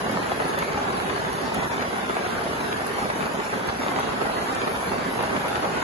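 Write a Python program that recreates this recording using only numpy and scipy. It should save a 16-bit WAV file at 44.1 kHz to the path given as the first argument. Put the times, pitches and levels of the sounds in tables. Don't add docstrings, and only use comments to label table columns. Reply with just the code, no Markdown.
import sys
import numpy as np
from scipy import signal
from scipy.fft import rfft, irfft, next_fast_len
from scipy.io import wavfile
from scipy.ndimage import uniform_filter1d, map_coordinates

SR = 44100
rng = np.random.default_rng(int(sys.argv[2]) if len(sys.argv) > 2 else 0)


def wav_record(signal):
    frames = np.transpose(np.atleast_2d(signal))
    bounded = np.clip(frames, -1, 1)
    quanta = np.round(bounded * 32767).astype(np.int16)
    wavfile.write(sys.argv[1], SR, quanta)


def convert_level_to_amplitude(level_db):
    exponent = np.asarray(level_db, float) / 20
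    return 10 ** exponent


N = 257103

# (time [s], peak level [dB], pitch [Hz], left over right [dB])
FAT_DROPS = [(0.094, -17.5, 390, -2.5), (0.171, -17, 615, -0.5), (0.317, -15, 434, 1),
             (0.4, -16.5, 640, 9.5), (0.42, -17.5, 726, 1), (0.452, -20, 395, -4), (0.624, -17.5, 727, 4),
             (0.773, -20, 660, 10), (1.159, -18, 690, 2), (1.714, -20, 394, 2), (1.734, -28, 474, 3),
             (1.823, -21, 680, 5), (2.096, -19.5, 433, 8), (2.166, -17, 453, -1.5), (2.26, -19.5, 840, -1),
             (3.054, -20, 385, -4), (3.099, -15.5, 557, 0), (3.205, -18, 608, 1.5), (3.226, -18.5, 930, 10),
             (3.256, -16.5, 830, 1), (3.399, -20.5, 800, -0.5), (3.687, -16, 697, 1),
             (3.862, -18.5, 407, 8), (4.213, -17, 706, -3.5), (4.296, -22.5, 475, -7),
             (4.676, -16.5, 730, -1.5), (4.941, -19.5, 500, 3.5), (5.206, -16.5, 600, -4),
             (5.362, -14, 791, 0), (5.556, -22.5, 378, -4), (1.053, -27, 829, 5), (1.095, -20, 770, 8),
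             (1.929, -25, 643, -13), (2.605, -23.5, 940, 4), (2.804, -23, 487, 1), (2.982, -21.5, 605, 1),
             (3.439, -24, 619, -6), (3.833, -22, 571, -2), (3.986, -18.5, 751, -2), (4.254, -20, 600, 3),
             (4.498, -27.5, 606, -1), (4.635, -23.5, 456, -0.5), (5.234, -19.5, 460, -6),
             (5.455, -29.5, 417, 4), (5.649, -17, 1140, -3)]
# (time [s], peak level [dB], pitch [Hz], left over right [dB])
CRISP_DROPS = [(0.1734, -23.5, 900, -6), (0.269, -23, 1040, 4), (0.2976, -31, 1030, -2),
               (0.3182, -19, 836, -5), (0.4204, -24.5, 840, -4), (0.4434, -37, 890, -4),
               (0.4713, -32, 926, 1.0), (0.5907, -14.5, 1110, -0.5), (0.625, -20.5, 902, 8),
               (0.734, -24, 972, 3), (0.783, -28, 796, 6), (0.877, -23, 1190, 0), (0.9612, -22.5, 1320, -2),
               (0.969, -21, 1340, 1), (1.0005, -15, 960, -6), (1.499, -25, 1660, -1), (1.56, -20.5, 990, 3),
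               (1.6325, -18, 1180, -2), (1.7145, -27, 940, 15), (1.809, -18, 1160, 8),
               (1.825, -16.5, 966, 3), (1.9304, -27.5, 1320, -3), (2.0957, -17, 939, -6),
               (2.168, -15, 950, 3), (2.3035, -19.5, 840, -5), (2.382, -28, 1580, 1), (2.4915, -33, 845, 4),
               (2.7277, -12, 1210, -3), (3.2056, -29.5, 1050, -2), (3.2255, -31, 912, 10),
               (3.3998, -20.5, 900, 4), (3.687, -32, 837, 1), (3.8833, -10.5, 1080, 1.5),
               (3.9613, -16.5, 980, -10.5), (4.0307, -16.5, 824, 5), (4.072, -30, 1370, -8),
               (4.46, -41, 1570, 10), (4.4852, -24, 1160, 10), (4.599, -22, 1330, -5),
               (4.617, -14.5, 940, -5), (4.6688, -37, 1310, -1.0), (4.7517, -16, 805, -1),
               (4.7622, -20.5, 1340, -13), (4.895, -20.5, 990, -5), (4.9826, -21.5, 1220, -10),
               (5.211, -24, 880, 2), (5.4151, -22, 964, 7), (5.4829, -17, 1260, -6), (5.5562, -13, 953, 10),
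               (5.6242, -17, 1230, -2)]
# (time [s], peak level [dB])
DRIP_TICKS = [(0.1144, -28.5), (0.4818, -26), (0.5881, -24), (0.635, -33), (1.3294, -31), (1.5449, -24),
              (1.6791, -42), (1.9809, -40), (2.2388, -48), (2.503, -35), (2.5331, -45), (2.7694, -57),
              (2.8685, -29), (2.9726, -37), (3.3345, -36), (3.4526, -31.5), (3.674, -30.5), (3.9964, -28),
              (4.3355, -58), (5.1332, -45), (5.226, -31), (5.4817, -30), (5.8027, -35)]


def roof(level_db):
    # (frequency [Hz], density [dB per Hz])
    canvas_colour = [(20, -25), (45, -8.5), (62, -6.5), (100, -6.5), (200, 0), (270, 0), (320, -4.5),
                     (400, 1.5), (520, -3), (800, -0.5), (1300, -4.5), (2000, -10), (3000, -21),
                     (6000, -35)]
    far = ports(patchy(depth_db=1.0, own_db=1.25, spiky_db=1.58, rate=150), canvas_colour)
    rumble = signal.sosfiltfilt(signal.butter(2, 327, fs=SR, output="sos"), far)
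    mean_db = level_db.mean()
    steady_db = mean_db + 0.61 * (level_db - mean_db)
    drumming = convert_level_to_amplitude(level_db + 1.93) * (far - rumble) + convert_level_to_amplitude(steady_db + 2.2) * rumble
    near = patter(count=3000, centre_hz=719, spread=0.6, size_db=2.0, cycles=0.55)
    return drumming + convert_level_to_amplitude(level_db - 5.5) * near + fat_drops() + crisp_drops()


def fat_drops():
    blow_db, rebound_loss_db = 8, 6
    s, db, hz, pan_db = np.repeat(FAT_DROPS, 4, axis=0).T
    g = rng.standard_normal((len(s), 3))
    rebound = np.arange(len(s)) % 4
    s = s + 0.00152 + 0.0025 * rebound * np.exp(0.3 * g[:, 0])
    db = db + blow_db - rebound_loss_db * rebound
    hz = hz * np.exp(0.014 + 0.5 * g[:, 1] * (rebound > 0))
    gains = convert_level_to_amplitude(db + pan_db / 2), convert_level_to_amplitude(db - pan_db / 2)
    return thuds(s, gains, hz, cycles=0.74, lag=12 + 4 * g[:, 2])


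def crisp_drops():
    s, db, hz, pan_db = np.transpose(CRISP_DROPS)
    db = db + 7.5
    gains = convert_level_to_amplitude(db + pan_db / 2), convert_level_to_amplitude(db - pan_db / 2)
    lag = 12 + 3 * rng.standard_normal(len(s))
    return thuds(s + 0.00034, gains, 1.1 * hz, cycles=0.58, lag=lag)


def patter(count, centre_hz, spread, size_db, cycles):
    u, g = rng.random((count, 3)), rng.standard_normal((count, 4))
    polarity = np.sign(g[:, 3] + 0.5)
    size = convert_level_to_amplitude(-size_db * np.log(1 - 0.985 * u[:, 1])) * polarity
    hz = centre_hz * np.exp(spread * g[:, 0])
    one_slope, anywhere = 12 + 1.1 * g[:, 1], 8 + 22 * g[:, 1]
    lag = np.where(u[:, 2] < 0.4, one_slope, anywhere).clip(-90, 90)
    side = convert_level_to_amplitude(2.83 * g[:, 2])
    return unit(thuds(u[:, 0] * N / SR, (size * side, size / side), hz, cycles, lag))


def thuds(s, gains, hz, cycles, lag):
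    length, margin = 400, 100
    t = np.arange(length) / SR
    turns = hz[:, None] * t
    turns = turns + 0.81 * (1 - np.exp(-3.5 * turns))
    decay = np.exp(-t * (hz / cycles)[:, None])
    attack = 1 - np.exp(-t / 0.00032)
    fade = np.hanning(2 * length)[length:]
    swing = np.sin(2 * np.pi * turns) * decay * attack * fade
    out = []
    for gain, late in zip(gains, (lag / 2, -lag / 2)):
        start = np.round(s * SR + late).astype(int)
        at = start[:, None] + np.arange(length) + margin
        heard = np.bincount(at.ravel(), (gain[:, None] * swing).ravel(), N + 1000)
        out.append(heard[margin:N + margin])
    return np.array(out)


def splashes(level_db):
    # (frequency [Hz], density [dB per Hz])
    splash_colour = [(500, -30.5), (1500, 0), (2000, -4.5), (3000, -7.5), (4500, -10.5), (6000, -14.5),
                     (7000, -15.5), (8010, -16.5), (8050, -64)]
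    hiss = ports(patchy(depth_db=1.5, own_db=2.0, spiky_db=0.5, rate=270), splash_colour)
    pats = patter(count=1800, centre_hz=1825, spread=0.34, size_db=-6.0, cycles=1.9)
    pats = signal.sosfilt(signal.butter(6, 6000, fs=SR, output="sos"), pats)
    return convert_level_to_amplitude(level_db + 4.5) * hiss + convert_level_to_amplitude(level_db - 9.5) * pats


def spray(level_db):
    # (frequency [Hz], density [dB per Hz])
    mist_colour = [(7970, -53), (8020, 1), (9500, 0.5), (11400, 0.5), (11700, -1), (11950, -10),
                   (12300, -80)]
    # (time [s], peak level [dB])
    close_ticks = [
        (0.588, -55),
        (1.5446, -47),
        (2.8674, -51),
        (4.5501, -45),
    ]
    mist = ports(patchy(depth_db=-1.0, own_db=1.0, spiky_db=1.24, rate=310), mist_colour)
    band = signal.butter(4, [5000, 11000], "band", fs=SR, output="sos")
    unlike = unit(signal.sosfilt(band, rng.standard_normal((2, N))))
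    ticks = bursts(DRIP_TICKS, boost_db=-6.5, width_s=0.000975)
    close = bursts(close_ticks, boost_db=12, width_s=0.001105) * unlike
    return (convert_level_to_amplitude(level_db + 4.0) + ticks) * mist + close


def bursts(rows, boost_db, width_s):
    t, out = np.arange(N) / SR, np.zeros(N)
    for s, db in rows:
        near = slice(round(s * SR) - 100, round(s * SR) + 900)
        late = (t[near] - s) / width_s
        out[near] += convert_level_to_amplitude(db + boost_db) * np.exp(-(late - 1) ** 2)
    return out


def levels():
    # (time [s], level [dB])
    rain_strength = [(0.0, -28.5), (1.54, -29), (1.64, -25.5), (1.69, -34.5), (1.72, -27.5), (1.9, -30),
                     (2.14, -28.5), (3.51, -30.5), (3.54, -26), (3.59, -31), (3.67, -29), (3.78, -32.5),
                     (3.82, -28), (4.87, -29), (5.57, -27.5), (5.59, -29), (5.78, -25.5), (5.83, -26)]
    rain_db = np.interp(np.arange(N) / SR, *np.transpose(rain_strength))
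    swing_db = rain_db - rain_db.mean()
    squall_db = 2.14 * swell(FAT_DROPS, typical_db=-17, width_s=0.011)
    halo_db = 2 * swell(DRIP_TICKS, typical_db=-30, width_s=0.017)
    flare_db = 1.5 * swell(CRISP_DROPS, typical_db=-17, width_s=0.006)
    canvas_db = rain_db + squall_db
    splash_db = -41 + 0.51 * (swing_db + squall_db) + 0.68 * halo_db + flare_db - 0.24 * wobble(15)
    spray_db = -50.5 + 0.1 * swing_db + halo_db + 1.5 * wobble(9.4)
    return canvas_db, splash_db, spray_db


def swell(rows, typical_db, width_s):
    t = np.arange(0, N, 64) / SR
    bumps = np.zeros(len(t))
    for row in rows:
        bumps += convert_level_to_amplitude(row[1] - typical_db) * np.exp(-((t - row[0]) / width_s - 0.4) ** 2)
    return np.interp(np.arange(N) / SR, t, bumps - bumps.mean())


def ports(pair, colour):
    # (frequency [Hz], likeness [0-1])
    body_likeness = [(0, .9), (250, .86), (450, .35), (1000, .25), (1600, .15), (2000, .3), (2600, .1),
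                     (3700, .25), (4600, .1)]
    # (frequency [Hz], likeness [0-1], right leads [rad])
    treble_likeness = [(5400, .5, 9.42), (5900, .1, 8), (6600, .6, 6.28), (7250, .3, 7.6), (7650, .8, 9.1),
                       (8200, .98, 9.42), (9000, .98, 9.42), (9450, .87, 9.85), (9800, .45, 11),
                       (10350, .97, 12.57)]
    # (frequency [Hz], left over right [dB])
    port_tilt = [(60, 0.5), (180, -2.5), (350, -3.5), (700, 0.44), (3000, -0.7)]
    port_lag_s = 12.2 / 44100
    m = next_fast_len(N + 8192)
    hz = np.fft.rfftfreq(m, 1 / SR)
    body = [(f, alike, 2 * np.pi * f * port_lag_s) for f, alike in body_likeness]
    f, alike, lead = np.transpose(body + list(treble_likeness))
    turn = np.arccos(np.clip(np.interp(hz, f, alike), 0, 1)) / 2
    tilt = convert_level_to_amplitude(-np.interp(hz, *np.transpose(port_tilt)) / 2)
    lead = np.exp(0.5j * np.interp(hz, f, lead)) * tilt
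    f, db = np.transpose(colour)
    tint = convert_level_to_amplitude(np.interp(np.log(hz + 1), np.log(f), db))
    a, b = rfft(pair, m) * tint * [np.cos(turn), np.sin(turn)]
    return unit(irfft([(a + b) / lead, (a - b) * lead], m)[:, :N])


def patchy(depth_db, own_db, spiky_db, rate):
    z = signal.stft(rng.standard_normal((2, N)), nperseg=1024)[2]
    field = random_field((3,) + z.shape[1:], 6, 6)
    patches = convert_level_to_amplitude(depth_db * field[0] + own_db * field[1:])
    pair = signal.istft(z * patches, nperseg=1024)[1][:, :N]
    return pair * convert_level_to_amplitude(spiky_db * wobble(rate))


def random_field(shape, size_1, size_2):
    field = uniform_filter1d(rng.standard_normal(shape), size=size_1, axis=1)
    return unit(uniform_filter1d(field, size=size_2, axis=2))


def wobble(rate):
    knots = rng.standard_normal(int(N * rate / SR) + 4)
    return map_coordinates(knots, [np.arange(N) * rate / SR])


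def unit(x):
    return x / np.sqrt(np.mean(x ** 2) + 1e-20)


def scene():
    canvas_db, splash_db, spray_db = levels()
    soft = signal.butter(6, 5500, fs=SR, output="sos")
    return signal.sosfilt(soft, roof(canvas_db)) + splashes(splash_db) + spray(spray_db)


def masked(x):
    # (frequency [Hz], level over one step [dB], wander from cell to cell [dB])
    fineness_by_region = [(200, 20, 5), (800, 11, 5), (1600, 7.5, 4.5), (3000, 5.5, 3.5), (5300, 2.5, 3),
                          (7200, 2.5, 2.5), (7900, 4, 5), (8500, 4, 3), (9200, 4.5, 3.5), (9800, 4.5, 2),
                          (11500, 4, 1.5), (11900, 2, 4)]
    drop_db, rounding = -4.5, 0.38
    hop, grid, cells, width = 1024, 486, 70, 8
    window = signal.windows.kaiser_bessel_derived(2 * hop, 4 * np.pi)
    phase = np.outer(np.arange(cells * width) + 0.5, np.arange(2 * hop) + 0.5 + hop / 2)
    waves = window * np.cos(np.pi / hop * phase)

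    pair = np.pad([x[0] + x[1], x[0] - x[1]], ((0, 0), (2 * hop - grid, 2 * hop)))
    starts = np.arange(0, pair.shape[1] - 2 * hop, hop)
    lines = pair[:, starts[:, None] + np.arange(2 * hop)] @ waves.T
    lines = lines * streaks(lines.shape, SR / (2 * hop))
    lines = lines.reshape(2, len(starts), cells, width)

    power = np.mean(lines ** 2, axis=3)
    around = uniform_filter1d(power.max(axis=0), size=3, axis=0)
    around = uniform_filter1d(around, size=7, axis=1)
    hz, fine_db, wander_db = np.transpose(fineness_by_region)
    centre = (np.arange(cells) + 0.5) * width * SR / (2 * hop)
    mood = random_field(power.shape, 3, 2)
    step_db = np.interp(centre, hz, wander_db) * mood - np.interp(centre, hz, fine_db)
    step = np.sqrt(around + 1e-20) * convert_level_to_amplitude(step_db)
    alive = uniform_filter1d(power, size=2, axis=1) > (step * convert_level_to_amplitude(drop_db)) ** 2
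    alive, step = alive[..., None], step[..., None]
    rounded = np.floor(abs(lines / step) ** 0.75 + rounding) ** (4 / 3)
    lines = alive * np.sign(lines) * step * rounded

    blocks = lines.reshape(2, len(starts), -1) @ waves * 2 / hop
    joined = blocks[:, 1:, :hop] + blocks[:, :-1, hop:]
    mid, side = joined.reshape(2, -1)[:, hop - grid:][:, :N]
    return np.array([mid + side, mid - side]) / 2


def streaks(shape, line_hz):
    # (frequency [Hz], depth [dB])
    streak_depth = [(300, .5), (700, 1.5), (2000, 2.5), (5000, 4), (7500, 3), (10000, 1.5)]
    field = random_field(shape, 5, 3)
    gain = convert_level_to_amplitude(np.interp(np.arange(shape[2]) * line_hz, *np.transpose(streak_depth)) * field)
    return gain / np.sqrt(np.mean(gain ** 2, axis=(0, 1)))


def low_pass(x):
    return signal.sosfilt(signal.butter(12, 12050, fs=SR, output="sos"), x)


def record(dry):
    kept = signal.sosfilt(signal.butter(2, 50, "high", fs=SR, output="sos"), dry)
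    kept = signal.sosfilt(signal.butter(12, 11800, fs=SR, output="sos"), kept)
    mix = masked(kept)
    return low_pass(mix)


dry = scene()
out = record(dry)
wav_record(out)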